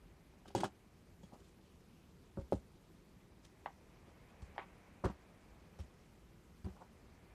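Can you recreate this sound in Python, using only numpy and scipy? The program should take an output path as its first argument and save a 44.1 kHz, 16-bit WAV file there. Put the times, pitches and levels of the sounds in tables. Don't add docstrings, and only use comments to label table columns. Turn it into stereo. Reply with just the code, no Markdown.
import sys
import numpy as np
from scipy import signal
from scipy.io import wavfile

SR = 44100
rng = np.random.default_rng(int(sys.argv[2]) if len(sys.argv) > 2 else 0)


def to_wav(sig):
    pcm = np.clip(np.atleast_2d(sig), -1, 1) * 32767
    pcm = np.round(pcm).astype(np.int16)
    wavfile.write(sys.argv[1], SR, pcm.T)


def volts_from_db(level):
    exponent = np.asarray(level, float) / 20
    return 10 ** exponent


N = 323782

# (time [s], knock [dB], bowl foot [dB], crackle [dB])
DROP_LANDINGS = [(0.337, -56.5, -65, -90), (0.456, -48, -59, -69), (0.479, -65, -55, -67),
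                 (0.504, -49.5, -55.5, -70), (0.5511, -23, -32.5, -53), (0.555, -50, -46, -47.5),
                 (0.571, -55, -38.5, -55), (0.58, -41, -40, -54.5), (0.591, -49, -40, -69),
                 (0.601, -37.5, -44, -53.5), (0.607, -53, -36.5, -60.5), (0.619, -64, -37.5, -59),
                 (0.634, -21, -38, -45), (0.642, -30, -33, -63.5), (0.647, -45, -54, -72),
                 (0.663, -55, -60, -64)]
# (time [s], knock [dB], knock pitch [Hz], edge [dB], loss per further crack [dB])
BLOCK_CRACKS = [
    (3.66, -29, 846, -46.5, 14.5),
    (4.563, -47, 816, -84, 22),
    (4.58, -31.5, 807, -42, 5),
    (4.598, -38.5, 890, -49, 4.5),
    (4.622, -50, 1000, -54, 3),
]
# (time [s], knock [dB], board [dB], crackle [dB])
FIRST_CUT = [
    (2.372, -55, -41, -75),
    (2.378, -55, -43, -70),
    (2.385, -62, -40.5, -69),
    (2.396, -60, -47.5, -63),
    (2.409, -60, -51, -66),
]
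HARD_CUT = [
    (5.039, -46, -30, -47),
    (5.045, -32, -43, -51),
    (5.05, -31, -31, -52),
    (5.061, -36, -35.5, -61),
    (5.067, -35, -36, -62),
    (5.074, -43, -37.5, -64),
    (5.086, -59, -52, -72),
    (5.098, -48, -41.5, -60),
]
LAST_CUT = [
    (6.644, -59, -47.5, -62),
    (6.652, -60, -52.5, -64),
    (6.665, -53, -41, -68),
    (6.681, -65, -52, -66),
    (6.698, -67, -59, -67),
]


def rms_one(x):
    return x / np.sqrt(np.mean(x ** 2) + 1e-20)


def at_hz(points, hz):
    table = np.array(points)
    return np.interp(np.log(hz), np.log(table[:, 0]), table[:, 1])


def drift(rate):
    r = np.exp(-80 * np.pi * rate / SR)
    steps = rng.standard_normal(N // 40 + 2002)
    slow = signal.lfilter([1], [1, -2 * r, r * r], steps)[2000:]
    return np.interp(np.arange(N) / 40, np.arange(len(slow)), rms_one(slow))


def smooth(x, seconds):
    r = np.exp(-1 / (seconds * SR))
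    return signal.lfilter([1 - r], [1, -r], x)


def band(x, low_hz, high_hz, order):
    return signal.sosfilt(signal.butter(order, [low_hz, high_hz], "band", fs=SR, output="sos"), x)


def ring(clicks, hz, t60):
    r, w = volts_from_db(-60 / (t60 * SR)), 2 * np.pi * hz / SR
    return signal.lfilter([0, np.sin(w)], [1, -2 * r * np.cos(w), r * r], clicks + 1e-18)


def clicks_at(times, level_db):
    out = np.zeros(N)
    out[(np.asarray(times) * SR).astype(int)] = volts_from_db(level_db)
    return out


def strike(times, level_db, modes, spread_db, contact_s):
    share_db = spread_db * rng.standard_normal((len(times), len(modes)))
    rings = np.zeros(N)
    for k, (hz, db, t60) in enumerate(modes):
        blows = clicks_at(times, level_db + db + share_db[:, k])
        rings += (-1) ** k * ring(blows, hz, t60)
    return -smooth(smooth(rings, contact_s), contact_s)


def knocks(times, level_db, pitch_hz, cycles):
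    out, t = np.zeros(N), np.arange(6000) / SR
    for s, db, hz, turns in np.broadcast(times, level_db, pitch_hz, cycles):
        age = t * hz / turns
        swell = (age * np.exp(1 - age)) ** 2
        start = int(s * SR)
        out[start:start + len(t)] -= volts_from_db(db) * swell * np.sin(2 * np.pi * hz * t)
    return out


def contact(rows, body, body_db, knock_hz, overtone_db, cycles):
    s, knock, body_share, _ = np.transpose(rows)
    rung = strike(s, body_share + body_db, body, spread_db=3, contact_s=.00025)
    overtone = overtone_db + 0.79 * (knock + 45)
    return rung + knocks(s, knock, knock_hz, cycles) + knocks(s, overtone, 1200, cycles=1.05)


def crumbs(rows, rise_s, fall_s):
    s, crackle = np.transpose(rows)[[0, -1]]
    return smooth(smooth(clicks_at(s, crackle), rise_s), fall_s) * fall_s * SR


def strokes(start_s, level_db, held_s, rise_db_per_s, fall_db_per_s):
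    late = np.arange(N)[:, None] / SR - start_s
    rise = rise_db_per_s * np.minimum(late, 0)
    fall = fall_db_per_s * np.maximum(late - held_s, 0)
    return np.max(level_db + rise - fall, axis=1)


def banded_noise(spectrum, patchy_db):
    # (frequency [Hz], likeness [-1 to 1])
    likeness = [(60, 0.88), (180, 0.93), (550, 0.47), (1640, -0.23), (4960, 0.17), (14900, -0.21)]
    out, edges = 0, 25 * 2 ** np.arange(0, 9.4, 1 / 3)
    white = rng.standard_normal((2, 2, N + 8000))
    for k, (low, high) in enumerate(zip(edges, edges[1:])):
        mid, side = band(white[k % 2], low, high, order=2)[:, -N:]
        hz = np.sqrt(low * high)
        alike = np.clip(at_hz(likeness, hz), -1, 1)
        gain = volts_from_db(at_hz(spectrum, hz) + patchy_db * drift(19.6))
        out = out + gain * (np.sqrt(1 + alike) * mid + np.sqrt(1 - alike) * side * [[1], [-1]])
    return rms_one(out)


def room_hum():
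    # (frequency [Hz], level [dB per Hz])
    hum_spectrum = [(15, -36), (25, -2), (55, 0), (94, -3), (119, -7.5), (202, -2), (237, -11), (353, -9),
                    (448, -14), (539, -15), (584, -21), (1050, -20.5), (1360, -23.5), (2940, -28),
                    (14000, -37.5)]
    return volts_from_db(-61.5 + 0.5 * drift(1.0)) * banded_noise(hum_spectrum, patchy_db=1.55)


def road_outside():
    # (frequency [Hz], level [dB per Hz])
    road_spectrum = [(250, 0), (500, 11), (950, 9), (1500, 5), (2240, 7), (3000, -7.5), (5000, -73)]
    # (time [s], level [dB])
    traffic = [
        (0, -71),
        (.8, -74),
        (2.2, -81),
        (3.5, -72.5),
        (4.5, -64),
        (5.9, -69),
        (6.45, -76),
        (7.34, -67),
    ]
    s, db = np.transpose(traffic)
    level_db = np.interp(np.arange(N) / SR, s, db, left=-140, right=-140)
    return volts_from_db(level_db) * banded_noise(road_spectrum, patchy_db=0.15)


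def room_echoes(x):
    t60_s = 0.12
    t = np.arange(int(.4 * SR)) / SR
    hits = rng.random((2, len(t))) < .02 + 3.0 * t
    echoes = rng.standard_normal((2, len(t))) * hits
    echoes = echoes / np.sqrt(0.0071 + 8.7 * t) * volts_from_db(-60 * t / t60_s) * (t > .004)
    echoes = band(echoes, 600, 4900, order=1)
    echoes = echoes / np.sqrt(np.sum(echoes ** 2) / 2)
    return signal.fftconvolve(x[None], echoes, axes=1)[:, :N]


def table_thumps():
    # (time [s], level [dB], pitch [Hz], time to the peak [cycles])
    thumps = [(0.55, -36.5, 123, 1.5), (0.575, -45, 101, 0.88), (0.601, -54, 89, 0.82),
              (0.638, -44, 106, 1), (1.232, -50.5, 195, 1.6), (2.385, -33.5, 86.5, 0.4),
              (2.405, -46, 64, 1.34), (2.527, -37.5, 103, 1.5), (2.531, -40.5, 63.6, 1.37),
              (4.4228, -39, 63, 0.48), (4.587, -48.5, 374, 1.8), (5.045, -34.5, 64, 1.05),
              (5.049, -32.5, 105, 1), (5.069, -50, 70, 2.4), (5.793, -38, 76, 0.94),
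              (6.642, -36, 78.5, 0.91), (6.658, -41.5, 121, 0.88), (6.695, -46, 70, 0.73),
              (5.834, -50, 65, 0.91), (.005, -56, 47.3, 1.9), (.11, -64, 44.6, 1.7)]
    return knocks(*np.transpose(thumps))


def slides():
    # (time [s], rub [dB], rustle [dB], held [s])
    moves = [
        (.464, -67, -92, .005),
        (.488, -78, -66, .002),
        (1.336, -63, -70.5, 0.013),
        (1.402, -88, -69, .002),
        (1.43, -84, -71.5, 0.07),
        (3.452, -91, -60.5, .002),
        (6.764, -62, -72.5, 0.0064),
        (6.815, -54.5, -71, 0.0027),
    ]
    s, rub, rustle, held = np.transpose(moves)
    rub_db = strokes(s, rub, held, rise_db_per_s=650, fall_db_per_s=750)
    rustle_db = strokes(s, rustle, held, rise_db_per_s=650, fall_db_per_s=750)
    slips = (rng.random(N) < 2500 / SR) * rng.standard_normal(N)
    stirred = ring(slips, 820, .012) - .6 * ring(slips, 500, .014) - .7 * ring(slips, 1200, .008)
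    rubbing = rms_one(band(stirred, 250, 1430, order=2)) * smooth(volts_from_db(rub_db), 0.005)
    return rubbing, smooth(volts_from_db(rustle_db), 0.0013)


def blade_drag():
    # (time when loudest [s], level [dB])
    drags = [
        (1.69, -78.5),
        (1.99, -80),
    ]
    s, db = np.transpose(drags)
    level_db = strokes(s, db + 2.5, 0, rise_db_per_s=103, fall_db_per_s=101)
    return volts_from_db(level_db) * rms_one(band(rng.standard_normal((2, N)), 2470, 3140, order=2))


def ticks():
    # (time [s], level [dB], fall [s])
    edge_contacts = [(.477, -61, .004), (0.4805, -55.5, .004), (0.55, -40, 0.0012), (0.5517, -33.5, 0.001),
                     (0.568, -48, .001), (0.6052, -43, 0.0012), (.6085, -57, 0.0013), (0.6345, -49, 0.0013),
                     (0.642, -41, 0.0019), (0.648, -55, 0.0016), (.652, -53, 0.0017), (.581, -48, 0.0014),
                     (.596, -53, .0013), (.619, -56, .0013), (2.516, -58, 0.0047), (2.5241, -48, 0.0016),
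                     (2.529, -53, 0.0045), (5.047, -51.5, 0.0041), (5.057, -53, .005), (5.786, -68, .004),
                     (5.7906, -65, 0.0024), (5.797, -67, 0.0033), (5.803, -59, .004), (6.645, -63, .004),
                     (6.653, -54, 0.0028), (6.661, -56, 0.0031)]
    return sum(crumbs([(s, db)], .0001, fall) for s, db, fall in edge_contacts)


def taps():
    # (time [s], level [dB], pitch [Hz], time to the peak [cycles])
    single_knocks = [(0.5497, -22, 542, 0.46), (.5518, -30, 331, 0.59), (0.5623, -35, 275, 1.3),
                     (0.6444, -31.5, 1290, 0.98), (0.65, -38, 1170, 0.85), (0.655, -47, 1410, 0.96),
                     (1.322, -53, 780, 1.3), (1.3345, -48, 684, 1.1), (1.346, -57, 900, 0.34),
                     (1.356, -56, 790, 0.84), (1.329, -46.5, 200, 0.57), (1.363, -53, 230, 0.57),
                     (2.3729, -40.5, 530, 0.83), (2.5229, -19, 493, 0.47), (2.5295, -46, 1190, 1),
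                     (.458, -52, 1360, 1.1), (3.665, -62, 3560, 1.3), (2.5277, -27, 416, 0.41),
                     (2.533, -27, 251, 0.53), (2.5386, -39, 328, 0.83), (2.5434, -31, 230, 0.56),
                     (3.6587, -40, 1820, 1.7), (3.6592, -48, 2480, 2.4), (3.659, -55, 3100, 1.8),
                     (3.667, -60, 3100, 2.2), (3.671, -57, 1350, 1.5), (3.675, -57, 1020, 1.8),
                     (4.58, -38.5, 1820, 2.4), (4.586, -47, 1500, 1.1), (4.594, -38, 1310, 0.82),
                     (4.595, -42, 2100, 1.7), (4.604, -56, 1400, 1.1), (4.616, -46, 1090, 1.2),
                     (4.581, -62, 3300, 1.8), (4.591, -55, 3170, 2.5), (4.603, -57, 2800, 2),
                     (4.617, -50, 2300, 2.2), (5.787, -66, 5700, 15), (5.796, -63, 5570, 16),
                     (6.644, -63, 4700, 10), (6.654, -63, 1290, 1.2), (6.664, -54, 1160, 0.9),
                     (3.6595, -59, 3600, 1.7), (5.049, -26, 366, 0.26), (5.0563, -34.5, 1130, 2.1),
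                     (5.062, -30.5, 366, 0.91), (5.0375, -41, 600, 1.1), (6.767, -56, 1310, 0.95),
                     (6.817, -47.5, 883, 1.8), (6.823, -51, 1170, 0.7)]
    return knocks(*np.transpose(single_knocks))


def bowl_landings():
    # (frequency [Hz], level [dB], t60 [s])
    foot_modes = [(200, -4.5, 0.11), (290, -12, 0.11), (332, -3.5, 0.085), (397, -5.5, 0.1),
                  (536, -6, 0.093), (810, -27, 0.074), (1110, -12, 0.068), (1520, -26, 0.065)]
    return contact(DROP_LANDINGS, foot_modes, body_db=0.5, knock_hz=807, overtone_db=-53.5, cycles=1.0)


def glass():
    # (frequency [Hz], level [dB], t60 [s])
    bowl_modes = [(1550, -9, 0.075), (2480, -17, 0.065), (2960, -15, 0.082), (3150, -3, 0.063),
                  (3270, 2, 0.084), (3730, 1, 0.035), (4620, -25, .09), (5050, -5, 0.039)]
    blade_modes = [(3300, 0.5, 0.075), (6640, -10, 0.2), (7560, -11, 0.087)]
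    s, crackle = np.transpose(DROP_LANDINGS)[[0, -1]]
    level_db = np.minimum(crackle, -48) - 12
    clinks = strike(s, level_db, bowl_modes, spread_db=5.0, contact_s=.00001)
    return clinks + strike([1.234], -66, blade_modes, spread_db=1.5, contact_s=.00001)


def rattle():
    # (frequency [Hz], level [dB], t60 [s])
    rim_modes = [(1670, -6.5, 0.028), (2550, -13, 0.042), (3018, -4, 0.048), (3340, -4.5, 0.031),
                 (3910, -10.5, 0.034), (4590, -8.5, 0.036), (5080, -9, 0.02), (6480, -9, 0.032),
                 (7960, -8, 0.022)]
    touches = (rng.random((2, N)) < 600 / SR) * rng.standard_normal((2, N))
    touches = touches + 0.57 * touches[::-1].mean(axis=0)
    touches = touches * crumbs(DROP_LANDINGS, 0.00045, 0.0093)
    return volts_from_db(-2.5) * sum(volts_from_db(db) * ring(touches, hz, t60) for hz, db, t60 in rim_modes)


def blade_landings():
    # (time [s], knock [dB], board [dB], crackle [dB], how fast the rebounds die [dB])
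    landings = [
        (1.232, -56, -52.5, -67.5, 12),
        (2.5228, -45, -31, -59, 5),
        (4.076, -67, -56.5, -78, 12),
        (4.42, -69, -53.5, -66, 13),
        (5.79, -47, -51.5, -61, 3.5),
    ]
    first_gap_s, slows = 0.00577, 1.3
    out = []
    for s, knock, board, crackle, loss in landings:
        out.append((s, knock, board, crackle))
        for k in range(1, 4):
            s, left = s + first_gap_s * slows ** (k - 1), board - loss * k * k
            out.append((s, left, left, left - 57))
    return out


def board_blows(landings):
    # (frequency [Hz], level [dB], t60 [s])
    free_board = [(195, 2.5, 0.14), (233, -42, 0.039), (288, -8, 0.061), (360, -3.5, 0.087),
                  (430, -3, 0.056), (512, 1.5, 0.036), (568, 1, 0.06), (733, -38, 0.061), (800, -4, 0.06),
                  (930, 3, 0.035), (1140, -3, 0.023), (1340, -36, 0.023), (1490, -44, .02)]
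    hand_at_edge = [(190, 2, 0.07), (230, -12, 0.081), (290, -13, 0.13), (357, 2.5, 0.11), (445, -4, 0.027),
                    (495, -4, 0.067), (544, 5.5, 0.043), (684, -13, 0.06), (860, -13, 0.017),
                    (930, 0.5, 0.038), (1130, -2, 0.038), (1380, 7, 0.014), (1540, -32, 0.05)]
    hand_pressing = [(194, 4.5, 0.053), (230, -13, 0.082), (295.5, -12, 0.17), (366, 1, 0.059),
                     (450, -7.5, 0.025), (490, 0.5, 0.038), (585, 4, 0.019), (758, -4, 0.059),
                     (860, -4, 0.012), (960, 3.5, 0.047), (1130, 1, 0.043), (1330, 4, 0.016),
                     (1540, -22, 0.051)]
    hand_in_middle = [(195, 8, 0.092), (230, -8, 0.073), (282, -7, 0.1), (366, 4.5, 0.067),
                      (450, -1.5, 0.031), (507, -1.5, 0.037), (578, 2.5, 0.018), (750, -4.5, 0.055),
                      (860, -10, 0.02), (966, -3, 0.038), (1130, -7, 0.043), (1360, 0.5, 0.011),
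                      (1540, -20, 0.03)]
    out = contact(landings, free_board, body_db=-4.0, knock_hz=546, overtone_db=-63.0, cycles=0.44)
    cuts = [(FIRST_CUT, hand_at_edge), (HARD_CUT, hand_pressing), (LAST_CUT, hand_in_middle)]
    for rows, body in cuts:
        out = out + contact(rows, body, body_db=-3.5, knock_hz=734, overtone_db=-47.5, cycles=0.47)
    return out


def splintering(grit):
    cracks = crumbs([(s, edge) for s, _, _, edge, _ in BLOCK_CRACKS], 0.00037, 0.0089)
    settling = crumbs(HARD_CUT + LAST_CUT, 0.0027, 0.025)
    fibres = volts_from_db(-5.5) * cracks * band(grit, 960, 3700, order=4)
    return fibres + volts_from_db(-0.5) * settling * band(grit, 630, 2150, order=2)


def snaps():
    gap_s, rises, edge_fades = 0.0088, 0.049, 3.1
    steps = []
    for s, db, hz, edge, loss in BLOCK_CRACKS:
        for k in range(3):
            steps.append((s + gap_s * k, db - loss * k, hz * (1 + rises * k), edge - edge_fades * loss * k))
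    s, knock, knock_hz, _ = np.transpose(steps)
    splinter = crumbs(steps, 0.00015, 0.002) * rng.standard_normal(N)
    splinter = band(band(splinter, 1100, 2300, order=1), 560, 3900, order=4)
    return knocks(s, knock, knock_hz, cycles=0.98) + volts_from_db(10.5) * splinter


def crackling(landings, rustle):
    # (frequency [Hz], level [dB per Hz])
    grit_spectrum = [(700, 1.5), (1300, -1), (2000, -6), (3100, -5.5), (5000, -8.5), (8800, -5.5),
                     (11000, -34), (14500, -12.5)]
    grit = banded_noise(grit_spectrum, patchy_db=0.7)
    first_touch = crumbs(landings, .0001, 0.00074)
    crackle = first_touch + 0.96 * crumbs(DROP_LANDINGS, 0.0015, 0.015) + crumbs(landings, 0.00017, 0.035)
    crunch = crumbs(FIRST_CUT + HARD_CUT + LAST_CUT, 0.0019, 0.01)
    dull = band(grit, 470, 9200, order=6) + volts_from_db(-43) * grit
    lumps = volts_from_db(2.5 * drift(89))
    crumbling = volts_from_db(2.0) * crackle * dull + crunch * smooth(dull, .00003) + splintering(grit)
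    rustling = volts_from_db(1.0) * rustle * band(grit, 2000, 9500, order=1)
    return lumps * (crumbling + volts_from_db(1.0) * ticks() * grit + rustling + blade_drag())


def scene():
    background = (room_hum() + road_outside()) * volts_from_db([[.3], [-.3]])
    landings = blade_landings()
    rub, rustle = slides()
    near = bowl_landings() + board_blows(landings) + glass() + rub + taps()
    cracks = snaps()
    direct = (table_thumps() + near) * volts_from_db([[.4], [-.4]]) + cracks * volts_from_db([[.5], [-.5]])
    sent = volts_from_db(-11.5) * near + volts_from_db(-6.0) * cracks + volts_from_db(-12.0) * band(cracks, 1200, 3200, order=2)
    return direct + room_echoes(sent) + crackling(landings, rustle) + rattle() + background


def band_limit(x):
    return signal.sosfilt(signal.butter(12, 15540, fs=SR, output="sos"), x)


def record(dry):
    heard = signal.sosfilt(signal.butter(2, 36.7, "high", fs=SR, output="sos"), dry)
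    heard = signal.sosfilt(signal.ellip(14, .5, 80, 14200, fs=SR, output="sos"), heard)
    return band_limit(heard)


dry = scene()
out = record(dry)
to_wav(out)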